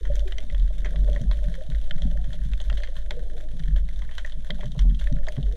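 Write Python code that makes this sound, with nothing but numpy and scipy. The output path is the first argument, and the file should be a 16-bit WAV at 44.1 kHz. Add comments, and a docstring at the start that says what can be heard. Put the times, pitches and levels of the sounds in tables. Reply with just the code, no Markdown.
"""Underwater camera on a speargun

A camera in a waterproof housing rides on a speargun just under the sea surface, beside a diver.
Moving water sways the gun and drives a deep resonance; eddies and handling thump the mount.
Bubbles gurgle, water slaps the lid, and snapping shrimp click through the ringing housing walls."""
import sys
import numpy as np
from scipy import signal
from scipy.fft import rfft, irfft
from scipy.io import wavfile
from scipy.ndimage import uniform_filter1d

SR = 44100
rng = np.random.default_rng(int(sys.argv[2]) if len(sys.argv) > 2 else 0)


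def wav_out(sig):
    """Save sig, one row per channel (or a flat mono array), as 16-bit PCM at SR to the path in sys.argv[1]."""
    wavfile.write(sys.argv[1], SR, np.round(np.clip(np.atleast_2d(sig).T, -1, 1) * 32767).astype(np.int16))


N = 245195
TIME = np.arange(N) / SR

# Sound transmission through the housing walls: frequency_hz, gain_db
WALL_TRANSMISSION = [(260, -22), (450, -13), (587, 3), (790, -15.5), (943, -18), (1080, -15.5),
                     (1230, -22.5), (1490, -13.5), (1860, -11.5), (2100, -13), (2360, -22.5), (2780, -20),
                     (3220, -10.5), (4210, -21), (4950, -28.5), (6280, -19), (6860, -28), (7390, -22.5),
                     (8070, -34), (9090, -23), (10400, -29.5), (14000, -25), (15500, -34)]


def boom():
    """Forced vibration: surges of water drive the lowest resonance, over a slow sway of pressure."""
    # Surges against the gun: start_s, length_s, level_db, pitch_hz
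    surges = [(0.0, 0.31, -24, 45.45), (.51, 0.13, -17.5, 43.24), (0.708, 0.34, -25.5, 41.02),
              (0.921, 0.14, -22.5, 44.44), (1.031, 0.095, -18.5, 45.37), (1.247, 0.078, -19, 47.2),
              (1.364, .1, -23.5, 44.83), (1.698, 0.072, -22.5, 46.4), (1.996, 0.27, -23.5, 46.1),
              (2.386, 0.066, -26.5, 46.75), (2.495, 0.063, -19.5, 46.22), (2.643, 0.12, -22, 45.96),
              (2.997, 0.06, -32, 42.3), (3.2, 0.12, -31, 42.58), (3.604, 0.073, -26, 42.58),
              (3.701, 0.087, -18.5, 43.6), (3.936, 0.13, -30, 48.23), (4.21, 0.02, -40, 48.3),
              (4.364, 0.021, -48, 44.43), (4.5, 0.067, -28, 45.82), (4.766, 0.15, -19, 42.72),
              (4.986, 0.2, -23.5, 41.23), (5.407, 0.08, -20.5, 47.6)]
    # Strength of the slow pressure swings: time_s, level_db
    sway_levels = [(0.0, -25), (0.04, -22.5), (1.79, -27), (1.84, -17), (2.32, -24.5), (4.69, -25.5),
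                   (4.74, -35.5), (5.22, -17), (5.33, -32.5), (5.56, -25.5)]
    idle_db, sag_db_per_s = -35.5, 12
    power = undb(idle_db) ** 2
    for start, length, db, _ in surges:
        sag_db = sag_db_per_s * np.maximum(TIME - start, 0)
        surge = undb(db - sag_db) * gust(start, length, attack_s=0.019, release_s=0.053)
        power = power + surge ** 2
    pitch = curve([(start + length / 2, hz) for start, length, _, hz in surges])
    turbulence = unit(band(rng.standard_normal(N), 24.9, 58.4, order=4))
    resonance = (tone(pitch + walk(26.81)) + undb(-4) * turbulence) * np.sqrt(power)
    sway = tone(11 + 2.343 * walk(28)) * undb(curve(sway_levels) + 0.95 * walk(40))
    return band(resonance + undb(1) * sway, 1.7, 61.5, order=6)


def mount():
    """Modal response: eddies and knocks excite the mount, and each knock sheds a wake of more eddies."""
    # Modes of gun and mount: pitch_hz, width_hz, gain_db
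    modes = [(93, 30, -3.5), (129.6, 15.7, 1.5), (157.3, 7.4, 5.5), (171.3, 4.3, 1), (218.4, 9.3, -0.5),
             (260.5, 23, -4.5)]
    # Eddies in the flow along the housing: time_s, level_db
    flow = [(0, -49), (.3, -56.5), (.65, -47), (.82, -49.5), (1.15, -43), (1.42, -53), (1.84, -51.5),
            (2.14, -43), (2.4, -44.5), (2.68, -49), (2.9, -64), (3.15, -48.5), (3.45, -53), (3.8, -47),
            (4.22, -58.5), (4.55, -48), (4.94, -37.5), (5.07, -55), (5.56, -47.5)]
    # Knocks on the mount: start_s, level_db, pitch_hz, t60_s
    thumps = [(0.091, -39.5, 137, 0.16), (0.434, -44, 245, .04), (0.511, -35, 112, 0.028),
              (0.862, -36, 140, 0.0057), (0.959, -32, 118, 0.075), (1.015, -40, 250, .1),
              (1.042, -38, 151, 0.038), (1.209, -23.5, 130, 0.032), (1.24, -38, 218, .08),
              (1.29, -35.5, 153, 0.043), (1.451, -41, 147, .05), (1.476, -33.5, 170, 0.12),
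              (1.689, -30, 146.6, 0.03), (1.911, -38, 138.5, 0.042), (1.954, -32, 146, 0.082),
              (2.018, -37, 145.8, 0.036), (2.05, -25, 202, 0.046), (2.118, -36, 159, 0.05),
              (2.171, -39, 149.9, 0.066), (2.278, -32, 141.6, 0.064), (2.345, -39, 140, 0.033),
              (2.45, -32.5, 124, 0.11), (2.715, -38, 132, 0.089), (2.963, -43, 139, 0.064),
              (3.189, -41.5, 144.6, 0.059), (3.534, -33.5, 142, 0.035), (3.596, -31.5, 155.6, 0.13),
              (3.68, -31, 149.2, 0.14), (3.83, -42.5, 156.3, 0.16), (4.03, -39, 142.1, 0.027),
              (4.373, -38, 153, 0.034), (4.496, -37, 171.4, 0.15), (4.526, -36, 210, 0.11),
              (4.645, -28, 120.7, 0.096), (4.769, -28, 136, 0.037), (4.85, -36, 250, .07),
              (4.88, -30.5, 149, 0.05), (4.89, -35, 213, .12), (4.915, -31.5, 157.2, 0.1),
              (5.116, -22, 151.8, 0.049), (5.162, -31.5, 135, 0.051), (5.376, -20, 129.3, 0.048)]
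    usual_knock_db, hardening_db_per_db = -34.5, 0.5
    passband_hz = (62.5, 299)
    eddies = ring(impulses(rate_per_s=300, spread_db=1), modes)
    patter = steady(band(eddies, 84, 216, order=3), span_s=0.031)
    knocks, eddy_power = np.zeros(N), undb(curve(flow)) ** 2
    for start, db, hz, t60 in thumps:
        overtone_db = db - 14 + hardening_db_per_db * (db - usual_knock_db)  # harder is brighter
        add(knocks, start, undb(db) * pulse(hz, rise_s=0.0044, t60_s=t60, glide=0.0094))
        add(knocks, start, undb(overtone_db) * pulse(hz * 1.626, rise_s=0.0055, t60_s=0.063, glide=0.016))
        wake = undb(db - 6) * gust(start, length_s=0.018, attack_s=0.018, release_s=0.032)
        eddy_power = eddy_power + wake ** 2
    buffeting = patter * np.sqrt(eddy_power) * undb(2 * walk(24))
    shaking = buffeting + undb(-0.5) * knocks + undb(1) * ring(knocks, modes)
    # filtered forwards and backwards: steep edges and no delay
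    forwards = band(shaking, *passband_hz, order=4)
    return band(forwards[::-1], *passband_hz, order=4)[::-1]


def bubbles(count=1800):
    """Bubble resonance: large bubbles ring with rising pitch; a froth gurgles through the lid's modes."""
    # Single large bubbles: start_s, level_db, pitch_hz, t60_s
    large_bubbles = [(0.097, -33, 569, 0.084), (.215, -47.5, 580, 0.15), (0.254, -41, 374, 0.17),
                     (.52, -47.5, 573, 0.11), (0.703, -44, 590, 0.041), (.94, -47, 600, 0.03),
                     (1.082, -35, 584, 0.061), (1.113, -42.5, 570, 0.24), (1.158, -39.5, 577, 0.1),
                     (1.43, -43, 583, 0.17), (1.575, -44, 526, 0.18), (1.61, -42.5, 613, 0.1),
                     (2.18, -55, 707, 0.19), (2.82, -47, 610, 0.078), (2.883, -45.5, 520, 0.035),
                     (3.167, -39, 480, 0.098), (3.35, -47, 458.5, 0.051), (3.425, -48.5, 612, 0.13),
                     (3.76, -46, 590, 0.046), (5.095, -44, 595, 0.13), (5.381, -43, 400, .05),
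                     (5.47, -50, 417, 0.3), (5.53, -46, 470, .1)]
    # Modes of the air and lid of the housing: pitch_hz, width_hz, gain_db
    lid_modes = [(308, 52, -8), (374, 12, -13), (411, 16, -17), (543, 110, -17), (579.7, 44, 13.5),
                 (550, 22, -20.5), (740, 47, -24.5)]
    # Froth at the surface: time_s, fine_db, coarse_db
    froth_levels = [(0, -55.5, -51), (.15, -49.5, -54), (.63, -64, -67), (.9, -53.5, -54.5),
                    (1.1, -48.5, -51), (1.83, -59, -65.5), (2.1, -52.5, -67.5), (2.48, -67, -69),
                    (2.78, -52.5, -59.5), (3.0, -59.5, -67.5), (3.15, -52, -53), (3.4, -54, -55.5),
                    (3.62, -63, -63), (4.3, -64, -68), (4.55, -58.5, -63), (4.98, -75, -73),
                    (5.1, -52, -63.5), (5.56, -55.5, -56)]
    large, small = np.zeros((2, N))
    for start, db, hz, t60 in large_bubbles:
        add(large, start, undb(db) * pulse(hz, rise_s=0.0065, t60_s=t60, glide=0.043))
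    for when, smallness, strength in rng.random((count, 3)):
        bubble = pulse(285 * 2.906 ** smallness, rise_s=0.0027, t60_s=0.062, glide=0.056)
        add(small, when * TIME[-1], undb(6.8 * strength) * bubble)
    froth = ring(small, lid_modes)
    fine = steady(band(froth, 462, 748, order=3), span_s=0.17) * undb(curve(froth_levels))
    coarse = steady(band(froth, 264, 486, order=3), span_s=0.27) * undb(curve(froth_levels, column=2))
    return undb(5) * large + undb(4) * (fine + coarse)


def slaps():
    """Transient excitation: a brief rough push of water rings the lid with a hollow gulp."""
    # Water striking the lid: start_s, level_db
    strikes = [(.383, -43.5), (.435, -51), (.7, -52), (.85, -39), (.94, -44.5), (1.075, -43), (1.42, -45),
               (2.02, -50), (2.335, -50), (2.601, -44), (2.714, -43), (3.105, -36.5), (4.494, -37.5),
               (4.587, -42), (4.627, -37.5), (4.748, -43.5), (4.845, -48), (5.272, -34.5), (5.376, -46)]
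    # Lid modes that a slap excites: pitch_hz, width_hz, gain_db
    modes = [(414, 39, -4), (511, 57, -7.5), (601, 24, 6), (1077, 61, -21)]
    push_s = 0.0058
    out, t = np.zeros(N), TIME[:SR // 6]
    for start, db in strikes:
        push = rng.standard_normal(len(t)) * t / push_s * np.exp(-t / push_s)
        gulp = band(ring(push, modes), 343, 1150, order=3)
        add(out, start, undb(db) * gulp / np.abs(gulp).max())
    return undb(3) * out


def near_shrimp():
    """Impulse response: each snap rings the housing walls; its direction picks the modes that ping."""
    # Near snaps: start_s, level_db, presence_db, treble_db, tail_db, then per mode pitch_hz, level_db
    snaps = [(.052, -44, -5, 0.5, 4), (0.156, -45.5, 4, 19, -6), (.194, -46, 7, 15, -19),
             (0.276, -48.5, 2, 2, -1, 2340, -3), (0.3221, -38.5, -7, -2, -2, 3070, -1),
             (.383, -37, -1, 3, -4, 3100, 2, 2040, 2, 5750, -6), (.499, -45, -2, -14, -3, 1960, 3),
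             (.5473, -44, -5, -23, -4, 3250, 1), (.5977, -50.5, 3, 6, 2, 3400, 0),
             (.847, -39, -8, -7, 7, 1976, -4, 5950, -14), (.8576, -39.5, -5, -3, 5, 1930, -7.5),
             (.959, -43.5, -1, -17, -4, 3230, -2), (1.131, -47, 2, 9, -2, 3300, -7),
             (1.162, -38.5, -17, -7, -4, 1840, -7), (1.215, -49.5, 1, 16.5, -2),
             (1.3134, -37.5, 2, -12, 0, 3350, -2, 1110, -8), (1.541, -45.5, 7, 6, 1, 1855, -3),
             (1.72, -48.5, -3, -16, -9, 1570, -4), (1.749, -47, 0, -4, -3, 1900, -4),
             (1.9099, -33, -4.5, -8, -10, 3100, 5, 1600, 1), (1.981, -49.5, 0, 7, 2, 1450, -8),
             (2.0206, -41, 10, 9, -4, 3300, -5), (2.1122, -53, 0, 7, 0, 3123, 0), (2.2424, -51, -2, -1, 3),
             (2.3321, -45, 2.5, 7, 3, 3222, -10), (2.5351, -42.5, 0, 1, -8, 2192, -1),
             (2.602, -42, 7, 9, -3, 3420, -5), (2.6155, -46, 8, 15, -5, 6300, -8),
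             (2.6998, -37.5, -8, -4, -3, 2680, -1.5, 1500, -4), (2.728, -45, 0, -2, -6, 3200, -4),
             (2.772, -42, 5.5, 3, 7, 1810, -9), (2.8221, -51, 15, 8, -2),
             (2.835, -37.5, 2, -1, 1, 1800, -2, 3850, -9), (2.874, -47, -2, -4, -2),
             (2.9655, -45.5, 5, 0, 1), (3.1082, -33.5, -2, -4, -6, 2080, -4, 3200, -5, 900, -11),
             (3.595, -48.5, 4, 7, -19, 3480, -2), (3.6366, -49, 9, 10, -11, 2070, -7),
             (3.682, -49.5, 5, 7, 4, 1750, -2), (3.762, -44, -0.5, 0, 5),
             (3.8889, -48.5, -2, -1.5, -12, 1990, -4), (3.9601, -54, 4, 12, 3, 3563, 6),
             (4.02, -46, -1.5, -6, 5, 1050, -8), (4.0915, -48, -15, -11, 3, 1809, -4),
             (4.113, -48, 0, -2, 7), (4.1815, -34.5, -0.5, 2.5, -0.5, 1560, -9),
             (4.2481, -34.5, -15, -4, -1, 1845, 3), (4.2618, -49.5, 1, 10, 2),
             (4.3219, -45.5, 0, -6, 0, 3250, 4), (4.5049, -30.5, 6, -7, -8, 3200, -2, 1950, -5, 4150, -7),
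             (4.6088, -44, 0, 1, 6, 2022, -5), (4.632, -46, -12, -8, 0, 1050, -4),
             (4.6573, -49.5, 11, 19, -2), (4.7188, -48.5, 14, 21, 0, 3420, -3),
             (4.792, -37.5, 1, 0, -5, 3250, 1, 5750, -6), (4.8966, -53, 3, -4, 4, 3120, -8),
             (4.9471, -48.5, 10, 9, -3, 3364, -10), (4.992, -47.5, 12, 16, 10.5, 2980, -7),
             (5.013, -44.5, -1, -15, 1), (5.0713, -39.5, -7, -31, -2, 1791, 1),
             (5.1252, -50, 7, 8, -11, 3730, -2, 6000, -3), (5.1668, -52, -10, 0, -3, 1510, 15),
             (5.2685, -44.5, 9, 4, -6), (5.2849, -35, -9, 1, -9.5, 1780, -4, 4480, -11, 6400, -11),
             (5.366, -48, -2, -3, -3), (5.4287, -46.5, 2, 6, 4, 3270, 7)]
    # Woody knock of the housing under a snap: pitch_hz, width_hz, gain_db
    knock_modes = [(1080, 47, -21), (1860, 170, -10), (3200, 140, -3.5)]
    mode_width_hz, drive_s = 330, 0.012  # water damps the walls, so a ping is short
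    body = [(400, -15), (650, -6.5), (900, -1), (1300, 3), (2200, 2.5)]  # frequency_hz, gain_db
    out = np.zeros(N)
    for start, db, presence_db, treble_db, tail_db, *pings in snaps:
        top = [(3000, presence_db + 1), (4400, presence_db + 0.3), (5800, treble_db - 5.5),
               (8000, treble_db - 8), (10500, treble_db - 19), (14000, treble_db - 27)]
        arrival = sea_path(echo_db=3, tail_db=tail_db + 1)
        crack = colour(colour(arrival, WALL_TRANSMISSION), body + top)
        snap = unit(crack + ring(crack, knock_modes))
        # only the first arrivals are strong enough to make a mode ping
        blow = arrival * np.exp(-TIME[:len(arrival)] / drive_s)
        for mode_hz, mode_db in zip(pings[::2], pings[1::2]):
            ping = ring(blow, [(mode_hz, mode_width_hz, 0)])
            ping = ring(ping, [(mode_hz, 900, 0)])  # steepens the skirts of the resonance
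            snap = snap + undb(mode_db) * unit(ping)
        add(out, start, snap * undb(db) / np.std(snap[:SR // 100]))  # level set by the first 10 ms
    return out


def far_shrimp(directions=8):
    """Superposition: faint snaps from several directions crackle, and the farthest merge with hiss."""
    # Spectrum of far crackle merged with hiss: frequency_hz, density_db
    hiss_spectrum = [(470, -36.5), (800, -31.5), (928, -7.5), (1060, -2), (1230, -8.5), (1510, -9),
                     (1810, 0.5), (2100, -6), (2350, -9), (2830, -10.5), (3090, 1.5), (3290, 2.5),
                     (4890, -10.5), (6340, -7), (8130, -18), (8750, -6.5), (9600, -10), (10400, -21.5),
                     (14000, -21.5), (15500, -31)]
    crackle = 0
    for _ in range(directions):
        snaps = impulses(rate_per_s=12, spread_db=4.2)
        arrivals = signal.oaconvolve(snaps, sea_path(echo_db=3, tail_db=0))[:N]
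        crackle = crackle + through_walls(arrivals)
    crackle = steady(band(crackle, 930, 10500), span_s=0.12) * undb(0.8 * walk(14))
    hiss = unit(colour(rng.standard_normal(N), hiss_spectrum))
    swell = undb(1.5 * walk(22))
    return (undb(-58) * crackle + undb(-64.2) * hiss) * swell


def whine():
    """Frequency modulation: thin tones from the camera's electronics waver at random."""
    # Electrical tones: pitch_hz, level_db
    tones = [(8707, -87), (8900, -87), (9375, -84), (9850, -90)]
    return sum(undb(db) * tone(hz + 4 * walk(30)) for hz, db in tones)


def sea_path(echo_db, tail_db):
    """Multipath propagation: a snap arrives directly, then off surface and gun, then off the rocks."""
    t = TIME[:SR // 10]
    echoes, scatter = rng.standard_normal((2, len(t)))
    early = undb(echo_db) * unit(echoes * np.exp(-t / 0.0027))
    tail = undb(tail_db) * unit(scatter * np.exp(-t / 0.019))
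    direct = t == 0
    return direct + (early + tail) / np.sqrt(len(t))


def through_walls(x, count=4):
    """Resonant transmission: each direction of arrival favours its own random set of wall modes."""
    modes = [(1400 * 5.4 ** place, 260, 2) for place in rng.random(count)]
    return colour(x + ring(x, modes), WALL_TRANSMISSION)


def pulse(hz, rise_s, t60_s, glide):
    """Damped oscillation that builds up while its pitch glides; the envelope peaks at 1."""
    t = TIME[:int((t60_s + 2 * rise_s) * SR)]
    onset = 1 - np.exp(-(t / rise_s) ** 2)
    envelope = onset * np.exp(-np.log(1000) * t / t60_s) * (1 - t / t[-1])
    pitch = hz * (1 + glide * np.tanh(t / t60_s))
    return envelope / envelope.max() * np.sin(2 * np.pi * np.cumsum(pitch) / SR)


def tone(hz):
    """Sinusoid of rms 1 whose phase integrates a moving pitch."""
    return np.sqrt(2) * np.sin(2 * np.pi * np.cumsum(hz) / SR)


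def impulses(rate_per_s, spread_db):
    """Poisson process: random impulses of either sign, mostly small, a few large."""
    chance, strength, side = rng.random((3, N))
    exponential = -np.log(np.maximum(strength, 0.03))
    return (chance < rate_per_s / SR) * undb(spread_db * exponential) * np.sign(side - 0.5)


def gust(start_s, length_s, attack_s, release_s):
    """Envelope that rises smoothly, holds to the end of its length and decays exponentially."""
    rise = np.sin(np.pi / 2 * np.clip((TIME - start_s) / attack_s, 0, 1)) ** 2
    return rise * np.exp(-np.clip((TIME - start_s - length_s) / release_s, 0, 20))


def walk(rate_hz):
    """Slow fluctuation: random held steps, smoothed twice; spread near 1."""
    hold = int(SR / rate_hz)
    steps = rng.standard_normal(N)[np.arange(N) // hold]
    return 1.458 * uniform_filter1d(uniform_filter1d(steps, hold), hold)


def curve(rows, column=1):
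    """Linear interpolation of one column of rows that begin with time_s."""
    columns = np.transpose(rows)
    return np.interp(TIME, columns[0], columns[column])


def ring(x, modes):
    """Parallel resonators, one per row of pitch_hz, width_hz, gain_db."""
    return sum(undb(db) * signal.lfilter(*signal.iirpeak(hz, hz / width, SR), x)
               for hz, width, db in modes)


def band(x, lo_hz, hi_hz, order=2):
    """Maximally flat band-pass filter."""
    return signal.sosfilt(signal.butter(order, [lo_hz, hi_hz], "band", fs=SR, output="sos"), x)


def colour(x, points, size=2048):
    """Minimum-phase filter through points of frequency_hz, gain_db."""
    hz, db = np.transpose(points)
    bin_hz = np.arange(size // 2 + 1) * SR / size
    gain = undb(np.interp(np.log(bin_hz + 1), np.log(hz), db))
    cepstrum = irfft(np.log(gain))
    cepstrum[1:size // 2] *= 2
    cepstrum[size // 2 + 1:] = 0
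    return signal.fftconvolve(x, irfft(np.exp(rfft(cepstrum))))[:len(x)]


def steady(x, span_s):
    """Division by the running rms evens out a random process."""
    span = int(span_s * SR)
    power = uniform_filter1d(uniform_filter1d(x ** 2, span), span)
    return x / np.sqrt(np.abs(power) + np.mean(x ** 2) / 100)


def undb(db):
    """Decibels to amplitude ratio."""
    return 10 ** (np.asarray(db) / 20)


def unit(x):
    """Normalisation to rms 1."""
    return x / np.sqrt(np.mean(x ** 2))


def add(track, start_s, sound):
    """Superpose a sound on the track."""
    i = int(np.clip(start_s * SR, 0, N - 1))
    track[i:i + len(sound)] += sound[:N - i]


def scene():
    """Superposition at one microphone inside the housing; boom and mount ease in and out."""
    from_edge_s = np.minimum(TIME, TIME[-1] - TIME)
    ease = np.sin(np.pi / 2 * np.clip(from_edge_s / 0.025, 0, 1)) ** 2
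    return (ease * (boom() + mount()) + bubbles() + slaps() + near_shrimp() + far_shrimp() + whine())[None]


def record(dry):
    """Band limiting: the camera cuts the top treble with a steep low-pass."""
    cutoff_hz = 15600
    return signal.sosfilt(signal.ellip(8, 0.2, 70, cutoff_hz, fs=SR, output="sos"), dry)


dry = scene()
out = record(dry)
wav_out(out)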